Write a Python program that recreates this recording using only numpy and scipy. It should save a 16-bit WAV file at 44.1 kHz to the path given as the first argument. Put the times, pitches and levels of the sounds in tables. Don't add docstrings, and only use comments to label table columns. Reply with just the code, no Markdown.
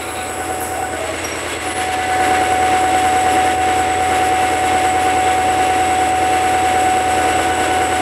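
import sys
import numpy as np
from scipy.fft import rfft, irfft, next_fast_len
from scipy.io import wavfile
from scipy.ndimage import map_coordinates

SR = 44100
rng = np.random.default_rng(int(sys.argv[2]) if len(sys.argv) > 2 else 0)


def unload_wav(signal):
    wavfile.write(
        sys.argv[1],
        SR,
        np.round(np.clip(np.atleast_2d(signal).T, -1, 1) * 32767).astype(np.int16),
    )


N = 353241
TOP_HZ = 15750
BLADE_ORDER = 79


def amp(db):
    return 10 ** (np.asarray(db) / 20)


def unit(x):
    return x / np.sqrt(np.mean(x ** 2) + 1e-20)


def along(points, hz):
    point_hz, value = np.transpose(points)
    return np.interp(np.log(hz + 1), np.log(point_hz + 1), value)


def curve(rows):
    s, value = np.transpose(rows)
    return np.interp(np.arange(N) / SR, s, value)


def swells(rows):
    t = np.arange(N) / SR
    return sum(db * np.exp(-(2 * (t - s) / length) ** 2) for s, length, db in rows)


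def ramp(at_s, length_s):
    return .5 + .5 * np.tanh(2 * (np.arange(N) / SR - at_s) / length_s)


def wobble(rate):
    knots = rng.standard_normal(int(N * rate / SR) + 4)
    return map_coordinates(knots, [np.arange(N) * rate / SR])


def filtered(x, response):
    m = next_fast_len(N + SR // 2)
    return irfft(rfft(x, m) * response(np.fft.rfftfreq(m, 1 / SR)), m)[:N]


def noise(spectrum):
    return filtered(rng.standard_normal(N), lambda hz: amp(along(spectrum, hz)) * np.sqrt(SR / 2))


def narrow(centre_hz, width_hz, size=N):
    m = next_fast_len(size)
    peak = 1 / (1 + ((np.fft.rfftfreq(m, 1 / SR) - centre_hz) / width_hz) ** 2)
    return unit(irfft(rfft(rng.standard_normal(m)) * peak, m)[:size])


def accent(turns, place, width, db):
    away = (turns - place + .5) % 1 - .5
    return unit(amp(db * np.exp(-(2 * away / width) ** 2)))


def beats(turns, depth, orders):
    pulses = sum(np.cos(2 * np.pi * (k * turns + rng.random())) for k in orders)
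    return unit(np.exp(depth * pulses))


def lines(orders, turns, drift_db, slip=0):
    def drift(row):
        return np.interp(np.arange(N), np.linspace(0, N, len(row)), row)

    out = np.zeros(N)
    for order, db in orders:
        level, play = rng.standard_normal((2, 20))
        cycles = order * turns + drift(slip * play) + rng.random()
        out += drift(amp(db + drift_db * level)) * np.sin(2 * np.pi * cycles)
    return np.sqrt(2) * out


def repeating(spectrum, turns, scatter_db, size=32768):
    shaft_hz = turns[-1] * SR / N
    hz = np.arange(size // 2 + 1) * shaft_hz
    uneven = unit(amp(scatter_db * rng.standard_normal(len(hz))))
    strength = amp(along(spectrum, hz)) * uneven * (hz < TOP_HZ)
    random_phase = np.exp(2j * np.pi * rng.random(len(hz)))
    cycle = irfft(strength * random_phase) * size * np.sqrt(shaft_hz / 2)
    return np.interp(turns % 1 * size, np.arange(size), cycle)


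def running(spectrum, turns, alike, scatter_db):
    repeated = np.sqrt(alike) * repeating(spectrum, turns, scatter_db)
    return repeated + np.sqrt(1 - alike) * noise(spectrum)


def burst(length, fade_db):
    t = np.arange(int((length + .02) * SR)) / SR
    start = np.clip(t / .005, 0, 1)
    release = np.clip((length - t) / .03 + .5, 0, 1)
    return start * release * amp(-fade_db * t / length)


def add(out, s, sound):
    out[max(0, round(s * SR)):][:len(sound)] += sound


# start in seconds, length in seconds,
# centre in Hz, half width in Hz, level in dB, fade over the length in dB.
SCUFF_EVENTS = [(.002, .06, 3880, 300, -39, 1), (.072, .042, 3920, 300, -37.5, 0),
                (.142, .098, 3860, 300, -37.5, 0), (.245, .042, 3920, 260, -36.5, 1),
                (.005, .11, 2420, 220, -35.5, 1), (.15, .135, 2440, 220, -35.5, 1),
                (.011, .6, 10750, 450, -39.5, 3), (.002, .9, 13500, 1800, -48, 5),
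                (.005, .55, 1150, 200, -36, 3), (.6, .035, 11200, 1300, -29, 0),
                (.62, .06, 10300, 1100, -29, 2), (.67, .17, 10400, 1800, -35, 12),
                (.612, .12, 6300, 1400, -42, 5), (1.08, .16, 2000, 130, -37, 1),
                (1.3, .1, 2220, 110, -32, 4), (1.05, 1.4, 4250, 250, -46, 0)]


def scuffs():
    out = np.zeros(N)
    for s, length, hz, width, db, fade in SCUFF_EVENTS:
        shape = burst(length, fade)
        add(out, s, amp(db) * shape * narrow(hz, width, size=len(shape)))
    grain = unit(amp(1.8 * wobble(300)))
    return out * grain


# start in seconds, length in seconds, pitch in Hz,
# bend in Hz, random waver in Hz, level in dB, fade over the length in dB.
SQUEAK_EVENTS = [(.02, .045, 1390, 0, 10, -33, 2), (.092, .02, 3720, 60, 40, -40, 2),
                 (.2, .025, 2580, 0, 30, -37, 2), (.09, .06, 10950, 0, 110, -37, 1),
                 (.22, .03, 10900, 0, 110, -35, 1), (.31, .27, 10950, 0, 110, -39, 4),
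                 (.745, .05, 668, 6, 6, -29, 0), (.78, .11, 778, 12, 6, -26, 11),
                 (.915, .08, 640, 0, 9, -33, 0), (1.0, .075, 646, -9, 3, -27, 0),
                 (1.085, .04, 638, -4, 4, -22, 2), (1.128, .04, 626, -6, 5, -28, 4),
                 (1.045, .055, 830, 8, 5, -35, 0), (1.08, .05, 1128, 0, 5, -34, 1),
                 (.2, .03, 7000, 0, 60, -49, 1), (.29, .04, 6900, 0, 60, -49, 1),
                 (1.0, .04, 6950, 0, 60, -49, 1), (1.17, .06, 6900, 0, 50, -46, 1),
                 (1.241, .026, 5665, -20, 36, -24.5, 3), (1.268, .04, 5665, 0, 45, -36, 6),
                 (1.314, .018, 5630, -15, 36, -28, 2), (1.34, .06, 5645, 0, 45, -41, 5),
                 (1.24, .075, 11330, -60, 120, -36, 9), (1.38, .36, 1125, 0, 4, -39, 1),
                 (1.655, .15, 9980, 0, 45, -34.5, 2), (1.845, .035, 9980, 0, 45, -38, 3),
                 (1.66, .08, 10730, 0, 45, -37.5, 2), (1.765, .07, 10730, 0, 50, -31.5, 1)]


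def squeaks():
    out = np.zeros(N)
    jitter = wobble(300)
    flutter = unit(amp(1.2 * wobble(45)))
    for s, length, hz, bend, waver, db, fade in SQUEAK_EVENTS:
        shape = burst(length, fade)
        jitter_here = jitter[round(s * SR):][:len(shape)]
        pitch = hz + np.linspace(0, bend, len(shape)) + waver * jitter_here
        tone = np.sqrt(2) * np.sin(2 * np.pi * np.cumsum(pitch) / SR)
        add(out, s, amp(db) * shape * tone)
    return flutter * out


# frequency in Hz, held level in dB per Hz.
AIR_SPECTRUM = [(3500, -100), (5300, -73.5), (6100, -84), (7000, -76), (7600, -70), (8500, -74),
                (9200, -73.5), (10200, -69.5), (11300, -74.5), (12200, -83.5), (12900, -83), (13500, -99),
                (15800, -98)]


def air(turns, hiss_db, whistle_db):
    shaking = beats(turns, depth=.07, orders=(1, 6, 9))
    hiss = amp(hiss_db + 1.25 * wobble(30)) * noise(AIR_SPECTRUM)
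    tones = narrow(7962, 114) + amp(-4.0) * narrow(8004, 6.9)
    whistle = amp(whistle_db + 0.9 * wobble(4.6)) * tones
    return (hiss + whistle) * shaking


PANELS_DB = -1
# middle in seconds, length in seconds, pitch in Hz, random waver in Hz,
# level in dB before PANELS_DB, place of the pulse in the turn (0-1), pulse height in dB.
PANEL_BUZZES = [(2.15, .8, 1729, 5, -34, .27, 5), (2.25, .5, 1665, 12, -38, .27, 5),
                (2.2, .55, 1515, 12, -34.5, .27, 6), (2.1, 1.1, 2001, 8, -33.5, .27, 6),
                (2.3, 1.0, 2215, 35, -35.5, .25, 7), (2.3, .3, 1940, 50, -34.5, .27, 5),
                (3.7, 1.6, 1765, 7, -38.5, .75, 5), (4.8, 2.2, 2148, 8, -37.5, .35, 8),
                (4.3, 4.6, 1927, 1.5, -36, .25, 4), (5.8, 4.5, 2664, .7, -39, .25, 2),
                (5.1, 1.2, 2240, 8, -39.5, .25, 8), (7.55, .8, 2950, 45, -37, .95, 5)]


def panels(turns):
    t, out = np.arange(N) / SR, np.zeros(N)
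    for s, length, hz, waver, db, place, pulse_db in PANEL_BUZZES:
        shape = np.exp(-(1.8 * np.abs(t - s) / length) ** 3)
        pitch = hz + waver * wobble(4 * waver)
        tone = np.sin(2 * np.pi * np.cumsum(pitch) / SR)
        out += amp(db) * shape * accent(turns, place, width=.45, db=pulse_db) * tone
    return np.sqrt(2) * amp(PANELS_DB) * out


# pitch in Hz, half width in Hz,
# middle level in dB against the rattle.
COVER_RESONANCES = [(1950, 45, -0.5), (2120, 65, -8), (2365, 45, -2), (2715, 54, 0.5), (2983, 49, -4),
                    (3380, 79, 0), (3800, 40, -0.5), (4210, 100, -10), (5310, 60, -6), (5730, 37, 1)]


def covers(rattle):
    out = np.zeros(N)
    for centre, width, db in COVER_RESONANCES:
        ring = filtered(rattle, lambda hz: 1 / (1 + ((hz - centre) / width) ** 2))
        out += amp(db + 2.6 * wobble(11)) * ring
    return out


# frequency in Hz, held level in dB per Hz.
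BLOCK_SPECTRUM = [(700, -81), (1300, -65), (1700, -64), (2200, -62), (2530, -69), (2900, -63), (3200, -69),
                  (3800, -70), (4600, -75), (5400, -79), (6100, -77), (7500, -80.5), (12000, -105)]
# cycles per shaft turn, held level in dB (rms).
GEAR_LINES = [(100.8, -43), (111, -43), (132, -44.5), (167, -47), (172, -46), (176, -44), (183, -42.5),
              (212, -45), (226, -44), (228, -41), (237, -43.5), (244, -45), (248, -45), (264, -43),
              (275.5, -48), (288.5, -40), (312, -47), (315, -46), (323, -45), (361, -53), (403, -51.5),
              (554.5, -59), (564, -54.5), (609, -60)]
MUFFLED_DB, GEARS_MUFFLED_DB = -6.5, -5.5
CLEAR_S, CLEARING_S = .99, .16


def clatter(turns, clatter_db):
    muffled = 1 - ramp(CLEAR_S, CLEARING_S)
    knock = accent(turns, place=.24, width=.05, db=3)
    pulsing = beats(turns, depth=.08, orders=(2, 6, 9, 11)) * knock
    rattle = running(BLOCK_SPECTRUM, turns, alike=.7, scatter_db=2.5) * pulsing
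    gears = lines(GEAR_LINES, turns, drift_db=1.5, slip=.06)
    block = amp(MUFFLED_DB * muffled) * (rattle + covers(rattle))
    return amp(clatter_db + 0.63 * wobble(13)) * (block + amp(GEARS_MUFFLED_DB * muffled) * gears)


FIRING_ORDER = 9
# cycles per shaft turn, held level in dB.
THROB_LINES = [(6, -51), (7, -47), (8, -46), (9, -35), (10, -50), (11, -45), (12, -51), (13, -44),
               (14, -54), (15, -53)]


def throb(turns):
    offset = rng.random(len(THROB_LINES))
    out = np.zeros(N)
    for order, db in THROB_LINES:
        step = round(order) - FIRING_ORDER
        phase = np.sign(step) * offset[abs(step)] + .39 * (step < 0)
        out += amp(db) * np.sin(2 * np.pi * (order * turns + phase))
    return np.sqrt(2) * out


# frequency in Hz, held level in dB per Hz.
RUMBLE_SPECTRUM = [(15, -90), (45, -91), (85, -61.5), (130, -69), (165, -103), (300, -110)]
EXHAUST_SPECTRUM = [(150, -100), (175, -70.5), (235, -58), (320, -51.5), (400, -52), (750, -52),
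                    (950, -57.5), (1350, -57.5), (1700, -60), (2300, -67), (4000, -127)]
# cycles per shaft turn, held level in dB.
PIPE_LINES = [(24.3, -44), (30, -44), (31.7, -37), (34, -37), (35, -36), (36, -39), (39, -42), (40, -40),
              (44, -39), (49, -39.5), (50, -40), (54, -40), (61, -39), (62, -39), (80, -38), (85, -40)]


def exhaust(turns, throb_db, exhaust_db):
    pulsing = beats(turns, depth=.13, orders=(5, 18))
    roar = running(EXHAUST_SPECTRUM, turns, alike=0.27, scatter_db=2.9) * pulsing
    hum = lines(PIPE_LINES, turns, drift_db=0.2)
    chuff = accent(turns, place=.82, width=.15, db=3.2)
    low = amp(throb_db) * (throb(turns) + noise(RUMBLE_SPECTRUM))
    return low + amp(exhaust_db) * chuff * (roar + hum)


# time in seconds, level in dB before wavers and surges.
FAN_LEVEL = [(0.0, -32), (0.06, -32.5), (.25, -26), (.3, -35), (.36, -28.5), (.55, -24.5), (.76, -26),
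             (0.82, -22.5), (.89, -25), (.94, -29.5), (1.03, -31), (1.12, -42), (1.55, -41), (1.63, -28),
             (1.73, -27), (1.83, -22), (2.07, -21.5), (2.13, -17.5), (2.32, -16), (3.48, -15.5),
             (3.5, -16.5), (6.89, -16), (7.6, -20.5), (7.8, -18)]
# middle in seconds, length in seconds, change in dB.
WHINE_WAVERS = [(1.885, .05, -1), (1.945, .04, 3), (2.18, .04, 0), (2.46, 0.071, -3.5), (2.6, .3, 0),
                (3.65, 0.062, 2.5), (4.53, 0.15, -2), (5.99, .08, 1.5), (6.92, .1, 1.7), (7.14, .05, 1.5),
                (7.255, 0.033, 4), (7.31, .05, -1), (7.357, 0.026, 5), (7.41, .06, -2.5), (7.465, 0.029, 4),
                (7.55, .08, 1.5), (7.77, 0.05, 3), (7.88, 0.093, -1)]
OCTAVE_STEADIES_S, STEADYING_S, STEADY_SHARE = 6.9, .3, .75


def fan(turns, octave_db):
    phase = 2 * np.pi * BLADE_ORDER * turns + 0.035 * wobble(28)
    flutter = beats(turns, depth=0.035, orders=(1, 2))
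    blade_db = curve(FAN_LEVEL) + swells(WHINE_WAVERS) + 0.26 * wobble(20)
    blade = amp(blade_db) * np.sin(phase) * flutter
    depth = 1 - STEADY_SHARE * ramp(OCTAVE_STEADIES_S, STEADYING_S)
    pulsing = accent(turns, place=.02, width=.55, db=14) ** depth * amp(1.3 * wobble(14))
    octave = amp(octave_db) * pulsing * np.sin(2 * phase + 0.7 * wobble(18))
    return np.sqrt(2) * (blade + octave)


THROB_FOLLOWS, CLATTER_FOLLOWS, HISS_FOLLOWS, WHISTLE_FOLLOWS, OCTAVE_FOLLOWS = 0.79, 0.41, 0.59, 1, 1
EXHAUST_SURGE, FAN_SURGE, HISS_SURGE = 0.76, 0.51, 1
WHISTLE_DB, OCTAVE_DB = -35.5, -36
FLICKER_DB, FLICKER_PER_S = 0.51, 14
# time in seconds, pitch in Hz.
WHINE_PITCH = [(0, 746), (2.0, 745.1), (3.2, 746), (6.7, 746.1), (7.4, 744.4), (8.0, 745.1)]
# time in seconds, level in dB against the held level.
OVERALL_LEVEL = [(0, -6.5), (.6, -4), (1.7, -4.5), (2.05, -3.5), (2.25, -0.1), (3.3, 0), (4.3, 0.04),
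                 (6.2, -0.54), (7.0, 0), (7.3, 1.5), (8.0, 0)]
# middle in seconds, length in seconds, change in dB.
LEVEL_SURGES = [(1.535, 0.034, 2.5), (1.585, 0.045, -3), (1.635, 0.022, 0.5), (1.742, 0.02, -8),
                (1.82, 0.062, 3.5), (1.938, 0.023, 4.5), (2.14, 0.06, 1.5), (2.25, 0.07, 3),
                (2.36, 0.047, 2.5), (3.574, 0.075, -5), (3.97, 0.29, -1.7), (4.16, 0.11, 2.1),
                (6.153, 0.14, -1.5), (7.3, 0.092, 1.5)]
# middle in seconds, length in seconds, change in dB.
OCTAVE_RISES = [(.23, .1, 6), (.42, 0.061, 7), (.85, 0.029, 12), (.93, 0.068, 8), (1.3, 0.54, -7),
                (2.2, 0.34, 3), (7.6, 1.0, 5.5)]


def scene():
    turns = np.cumsum(curve(WHINE_PITCH)) / BLADE_ORDER / SR
    overall_db = curve(OVERALL_LEVEL)
    surge_db = swells(LEVEL_SURGES) + FLICKER_DB * wobble(FLICKER_PER_S)
    octave_db = OCTAVE_DB + OCTAVE_FOLLOWS * overall_db + swells(OCTAVE_RISES)
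    hiss_db = HISS_FOLLOWS * overall_db + HISS_SURGE * surge_db
    leak = air(turns, hiss_db, WHISTLE_DB + WHISTLE_FOLLOWS * overall_db)
    rattling = clatter(turns, CLATTER_FOLLOWS * overall_db + surge_db)
    roaring = exhaust(turns, THROB_FOLLOWS * overall_db, overall_db + EXHAUST_SURGE * surge_db)
    whining = amp(FAN_SURGE * surge_db) * (fan(turns, octave_db) + panels(turns))
    return (scuffs() + squeaks() + leak + rattling + roaring + whining)[None]


def record(dry):
    return filtered(dry[0], lambda hz: hz < TOP_HZ)[None]


dry = scene()
out = record(dry)
unload_wav(out)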